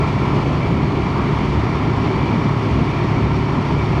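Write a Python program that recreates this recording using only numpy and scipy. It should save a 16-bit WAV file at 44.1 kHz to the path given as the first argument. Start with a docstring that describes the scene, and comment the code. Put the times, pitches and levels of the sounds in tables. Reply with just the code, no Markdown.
"""On a road beside an open traffic lane, a milling machine works steadily a few metres away.
Its diesel engine and cooling fan drone through a heavy rumble. Steel picks on a spinning drum
grind the asphalt and make the drum's housing ring. Grit rattles up a conveyor belt,
the hydraulics whine faintly, and two vehicles roll past behind the machine on roaring tyres."""
import sys
import numpy as np
from scipy import signal
from scipy.fft import rfft, irfft
from scipy.io import wavfile
from scipy.ndimage import uniform_filter1d, minimum_filter1d

SR = 44100
rng = np.random.default_rng(int(sys.argv[2]) if len(sys.argv) > 2 else 0)


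def log_audio(samples):
    """Write samples as a 16-bit WAV file to the path given in sys.argv[1]."""
    # one column per channel
    frames = np.atleast_2d(samples).T
    # limit to full scale, then quantise
    limited = np.clip(frames, -1, 1)
    pcm = np.round(limited * 32767).astype(np.int16)
    wavfile.write(sys.argv[1], SR, pcm)


N = 176400  # 4 seconds

# The engine's tones. Each entry: vibrations per engine cycle (two turns of the crank).
ENGINE_ORDERS = [4, 6, 7, 9, 10, 12, 14, 16, 20, 21, 22]
# Each entry: the base level of the matching tone in dB.
ENGINE_DB = [-40.5, -26.5, -37.5, -39, -39, -41, -35, -40, -41.5, -41.5, -42]
# Hums of the fan, belts and drum drive. Each entry: pitch in Hz.
HUM_PITCHES = [37.3, 48.3, 68.0, 123.5, 142.6]
# Each row: the matching hum's level in dB, its unsteadiness from 0 to 1.
HUM_LEVELS = [(-44, .1), (-38.5, 0.4), (-33.5, 0.35), (-33.5, .6), (-24.5, 0.15)]
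# Pumps and gears. Each row: pitch in Hz, level in dB, pitch wander in Hz.
PUMP_WHINES = [(403, -42.5, 2.6), (1355, -50.5, 5.3), (1387, -50.5, 5.5), (2330, -50, 6.8), (2344, -54, 5)]

# How sounds rise and fall; swell() softens these curves. Each row: time in seconds, relative level in dB.
ENGINE_LOAD = [(0, -31.5), (.4, -27), (.95, -28), (1.3, -24.5), (1.7, -26), (2.7, -24), (3.0, -25),
               (3.2, -23), (3.42, -18), (3.58, -30), (3.82, -20), (4, -22)]
RUMBLE_CURVE = [(0.0, -16.5), (0.18, -19), (.36, -15), (.62, -18.5), (0.72, -18.5), (1.0, -17),
                (1.25, -19.5), (1.64, -17.5), (1.92, -18), (2.33, -18), (2.73, -18.5), (3.07, -19),
                (3.2, -16), (3.45, -25.5), (3.61, -18.5), (4.0, -21)]
SHUDDER_CURVE = [(0.0, -23.5), (0.24, -38.5), (0.6, -18), (0.88, -24.5), (1.04, -24), (1.36, -24.5),
                 (1.52, -20.5), (1.76, -21.5), (2.21, -25), (2.49, -26), (2.73, -26), (2.97, -32),
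                 (3.13, -24), (3.37, -24.5), (3.77, -29), (4.0, -33)]
DRUM_BITE = [(0.0, -25), (0.12, -26.5), (0.36, -27.5), (0.96, -26.5), (1.16, -26.5), (1.36, -26.5),
             (1.48, -25.5), (1.6, -26), (1.84, -25), (1.96, -26.5), (2.09, -24.5), (2.41, -26), (2.81, -27),
             (3.01, -25), (3.41, -27.5), (3.57, -28), (3.89, -26.5), (4.0, -25)]
GRIT_CURVE = [(0.0, -36), (0.42, -35.5), (0.84, -37.5), (1.05, -36.5), (1.58, -35.5), (1.78, -37),
              (2.07, -36), (2.8, -36.5), (3.28, -36.5), (3.61, -37), (3.85, -36.5), (4.0, -36.5)]
FRAME_CURVE = [(0, -61), (.85, -62), (1.7, -59.5), (2.15, -60.5), (2.9, -60.5), (4, -59)]

# How much bass and treble each noise has. Each row: frequency in Hz, relative level in dB.
RUMBLE_COLOUR = [(30, -36.5), (84, -14), (95, 0), (122, 1), (156, 1.5), (215, -1.5), (232, -4), (255, -3.5),
                 (315, -3), (410, -5.5), (480, -13.5), (620, -28), (1200, -70.5), (4000, -110)]
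SHUDDER_COLOUR = [(15, -38), (31, -25), (45, -8.5), (60, -0.5), (74, 5.5), (84, 2), (110, -19.5),
                  (200, -42), (800, -95)]
ASPHALT_COLOUR = [(200, -28), (480, -6), (580, -2.5), (680, 0.5), (800, -1.5), (960, 3), (1200, -2.5),
                  (1370, -4), (1470, -13), (1750, -10), (2100, -9), (2380, -11.5), (2650, -26.5),
                  (3300, -26.5), (4500, -44), (8000, -66), (12000, -85)]
GRIT_COLOUR = [(200, -41), (1000, -20.5), (2200, -1), (2950, 0.5), (3380, -2), (3720, -8), (4250, -5.5),
               (4600, -6.5), (4920, -11.5), (5500, -14.5), (6100, -15.5), (7500, -23.5), (9000, -29),
               (9900, -33), (10400, -38), (11050, -30), (11650, -35.5), (12100, -36), (12600, -43),
               (14300, -46.5), (15300, -48)]
PUFF_COLOUR = [(2000, -17), (7000, -1), (9500, 1), (12500, -8), (15000, -9)]

# Ringing steel. Each row: pitch in Hz, filter width in Hz, base level in dB.
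HOUSING_RINGS = [(938, 66, -41.5), (1048, 155, -39.5)]
FRAME_RINGS = [(2566, 72, -57), (3613, 52, -56), (4320, 200, -62.5), (4520, 66, -63), (4580, 50, -61.5),
               (4790, 70, -65.5), (5080, 110, -63), (5360, 130, -61), (5610, 130, -60.5)]
PICK_RING = (2267, 280, -42)  # just one row

# Brief flurries. Each row: peak time in seconds, half-length in seconds, level in dB, pitch in Hz.
STONE_CRUNCHES = [(.05, 0.021, -26, 1000), (.28, .04, -28.5, 980), (.39, 0.033, -29, 990),
                  (.56, 0.043, -32.5, 1030), (1.17, 0.076, -30.5, 1060), (1.36, 0.042, -32.5, 1030),
                  (1.96, 0.03, -27.5, 980), (2.45, 0.081, -32, 1070), (3.54, .04, -29.5, 980)]
PICK_SKIDS = [(.06, .06, -38, 2320), (.25, 0.044, -37.5, 2260), (.63, .03, -38, 2280),
              (1.35, 0.13, -45, 2330), (1.8, 0.044, -40, 2270), (2.31, 0.029, -41, 2370),
              (2.96, 0.059, -41, 2370), (3.23, .08, -42, 2330), (3.795, .028, -36, 2310)]
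# Vehicles. Each row: time when nearest in seconds, level in dB, half-length in seconds,
# tyre pitch in Hz, filter width in Hz.
VEHICLES = [(0.421, -32, 0.19, 570, 263), (3.62, -32.5, 0.12, 1033, 470)]

# Short swells. Each row: peak time in seconds, half-length in seconds, level in dB.
FRAME_CLATTERS = [(.35, .12, -2), (1.76, .05, 0), (2.43, .05, 0), (3.0, .09, 1), (3.35, .04, -1),
                  (3.5, .04, 2), (3.84, .05, 2)]  # level compared with the frame's steady ringing
HISS_PUFFS = [(.67, .06, -67), (1.19, .07, -73)]
DRUM_SURGES = [(.75, 0.06, -22.5), (1.22, 0.032, -24.5), (2.07, 0.029, -21), (2.35, 0.031, -18.5),
               (2.46, 0.037, -26.5), (2.65, 0.078, -23), (2.8, 0.043, -19), (3.17, 0.035, -24),
               (3.58, 0.05, -21.5)]
WHISTLE_RISES = [(1.75, 0.28, -77)]
# The drum's boom: pitch in Hz, then filter width in Hz.
DRUM_BOOM = (199, 160)
# The whistle: pitch in Hz, then pitch wander in Hz.
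WHISTLE_PITCH = (8838, 14)


def amp(db):
    """Turns decibels into a number to multiply a sound by."""
    return 10 ** (np.asarray(db) / 20)


def unit(x):
    """Scales a signal so its average strength (rms) is 1."""
    return x / np.sqrt(np.mean(x ** 2) + 1e-20)


def seconds():
    """The time of each sample."""
    return np.arange(N) / SR


def swell(curve, depth):
    """A volume that follows a curve around its average; a depth below 1 shrinks the swings."""
    db = np.interp(seconds(), *np.transpose(curve))
    return amp(depth * (db - db.mean()))


def bump(peak_s, span_s, db):
    """A volume that rises smoothly to a peak and falls away again."""
    return amp(db) * np.exp(-.5 * ((seconds() - peak_s) / span_s) ** 2)


def bumps(rows):
    """The combined volume of several bumps."""
    return np.sqrt(sum(bump(*row) ** 2 for row in rows))


def drift(rate_hz):
    """A random wobble of strength 1, mostly slower than rate_hz."""
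    hz = np.fft.rfftfreq(N, 1 / SR)
    spectrum = rfft(rng.standard_normal(N)) * (hz > 0)
    return unit(irfft(spectrum / (1 + (hz / rate_hz) ** 2), N))


def tone(turns):
    """A pure tone of strength 1, made from a running count of its vibrations."""
    return np.sqrt(2) * np.sin(2 * np.pi * (turns + rng.random()))


def wavering_tone(hz, wander_hz, rate_hz):
    """A tone whose pitch strays at random around hz."""
    return tone(np.cumsum(hz + wander_hz * drift(rate_hz)) / SR)


def colour(x, outline):
    """Shapes a sound's bass and treble; the result has strength 1."""
    hz, db = np.transpose(outline)
    all_hz = abs(np.fft.fftfreq(N, 1 / SR))
    log_gain = np.log(amp(np.interp(np.log(all_hz + 1), np.log(hz + 1), db)))
    response = np.exp(np.conj(signal.hilbert(log_gain)))  # rings after each hit, not before
    return unit(irfft(rfft(x) * response[:N // 2 + 1], N))


def ring(x, hz, width_hz):
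    """Filters a sound twice so it rings around one pitch, at strength 1."""
    b, a = signal.iirpeak(hz, hz / width_hz, SR)
    return unit(signal.lfilter(b, a, signal.lfilter(b, a, x)))


def impacts(per_s, spread_db, share):
    """Uneven random hits carry this share of the power; the rest is a wash of tiny ones."""
    sizes = amp(spread_db * np.minimum(rng.exponential(1, N), 4))
    hits = sizes * rng.choice([-1, 1], N) * (rng.random(N) < per_s / SR)
    return np.sqrt(share) * unit(hits) + np.sqrt(1 - share) * rng.standard_normal(N)


def engine(crank_hz=36.49, flutter=0.64):
    """A six-cylinder diesel fires with a firm tone among weaker, shakier ones."""
    crank_speed = crank_hz + 0.02 * drift(0.86)
    cycles = np.cumsum(crank_speed) / SR / 2
    out = np.zeros(N)
    for order, db in zip(ENGINE_ORDERS, ENGINE_DB):
        shakiness = flutter * amp((min(ENGINE_DB) - db) / 2)
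        steady = tone(order * cycles)
        shaky = shakiness * drift(1.45) * tone(order * cycles)
        out += amp(db) * (steady + shaky)
    return out * swell(ENGINE_LOAD, depth=0.75)


def drives():
    """The fan, belts and drum drive hum as they spin, each wavering a little."""
    out = np.zeros(N)
    for hz, (db, unsteadiness) in zip(HUM_PITCHES, HUM_LEVELS):
        volume = amp(db) * unit(1 + unsteadiness * drift(3.6))
        out += volume * wavering_tone(hz, wander_hz=0.27, rate_hz=1.3)
    return out


def pumps(flutter=0.8):
    """Hydraulic pumps and gears give thin, fuzzy whines."""
    out = np.zeros(N)
    for hz, db, wander_hz in PUMP_WHINES:
        volume = amp(db) * unit(1 + flutter * drift(2.2))
        out += volume * wavering_tone(hz, wander_hz, rate_hz=14.7)
    return out


def rumble(drum_db=-21, chassis_db=-29):
    """Cutting shakes the drum, and the machine's chassis shudders deeper still."""
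    drum = amp(drum_db) * colour(rng.standard_normal(N), RUMBLE_COLOUR)
    chassis = amp(chassis_db) * colour(rng.standard_normal(N), SHUDDER_COLOUR)
    return drum * swell(RUMBLE_CURVE, depth=0.84) + chassis * swell(SHUDDER_CURVE, depth=0.6)


def pick_hits():
    """The drum's steel picks strike the road in a dense stream."""
    return impacts(per_s=1800, spread_db=3, share=0.38)


def grinding(rows_per_s=76.6, asphalt_db=-27.5):
    """Row after row of picks chips the asphalt and rings the steel housing."""
    pulse = 1 + 0.047 * wavering_tone(rows_per_s, wander_hz=0.39, rate_hz=1.2)
    asphalt = amp(asphalt_db) * colour(pick_hits() * pulse, ASPHALT_COLOUR)
    blows = pick_hits() * pulse
    housing = sum(amp(db) * ring(blows, hz, width) for hz, width, db in HOUSING_RINGS)
    return asphalt * swell(DRUM_BITE, depth=0.81) + housing * swell(DRUM_BITE, depth=0.82)


def scrape():
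    """The picks rasp steadily on stone."""
    hz, width, db = PICK_RING
    return amp(db) * ring(pick_hits(), hz, width)


def conveyor(grit_db=-39, flicker_db=0.53):
    """Crushed stone patters onto the belt and rings its steel frame, at times with a clatter."""
    stones, knocks = (impacts(per_s=2200, spread_db=0.5, share=0.26) for _ in range(2))
    grit = amp(grit_db) * colour(stones, GRIT_COLOUR)
    frame = sum(amp(db) * ring(knocks, hz, width) for hz, width, db in FRAME_RINGS)
    frame *= swell(FRAME_CURVE, depth=0.8) * np.hypot(1, bumps(FRAME_CLATTERS))
    flicker = amp(flicker_db * drift(21))
    return (grit + frame) * flicker * swell(GRIT_CURVE, depth=0.98)


def flurries(rows, width_hz):
    """Short bursts of pick hits, each ringing at its own pitch."""
    hits = pick_hits()
    return sum(bump(peak_s, span_s, db) * ring(hits, hz, width_hz) for peak_s, span_s, db, hz in rows)


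def crunches():
    """Hard stones crunch inside the housing."""
    return flurries(STONE_CRUNCHES, width_hz=450)


def skids():
    """Picks skid on hard stone with a short, high rasp."""
    return flurries(PICK_SKIDS, width_hz=190)


def traffic():
    """Tyre roar grows and fades as each vehicle passes."""
    out = np.zeros(N)
    for nearest_s, db, span_s, hz, width in VEHICLES:
        volume = amp(db) / (1 + ((seconds() - nearest_s) / span_s) ** 2)
        out += volume * ring(rng.standard_normal(N), hz, width)
    return out


def puffs():
    """Two faint puffs of fine hiss."""
    return bumps(HISS_PUFFS) * colour(rng.standard_normal(N), PUFF_COLOUR)


def booms():
    """The drum booms each time it tears out a slab."""
    return bumps(DRUM_SURGES) * ring(rng.standard_normal(N), *DRUM_BOOM)


def whistle():
    """A faint, high whistle comes and goes once."""
    return bumps(WHISTLE_RISES) * wavering_tone(*WHISTLE_PITCH, rate_hz=25)


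def scene():
    """Adds the constant sounds and the brief ones into one channel."""
    constant = engine() + drives() + pumps() + rumble() + grinding() + scrape() + conveyor()
    brief = crunches() + skids() + traffic() + puffs() + booms() + whistle()
    return (constant + brief)[None]


def record(dry):
    """Smoothly turns down the tallest peaks, then cuts the highest treble."""
    ceiling_db, smooth_s, cutoff_hz = -5.5, 0.008, 15250
    span = int(smooth_s * SR)
    gain = np.minimum(1, amp(ceiling_db) / (abs(dry[0]) + 1e-9))
    gain = minimum_filter1d(gain, 2 * span)  # stay low on both sides of a peak
    gain = uniform_filter1d(uniform_filter1d(gain, span), span)
    treble_cut = signal.firwin(511, cutoff_hz, window=("kaiser", 9), fs=SR)
    return signal.oaconvolve(dry * gain, treble_cut[None], "same")


dry = scene()
out = record(dry)
log_audio(out)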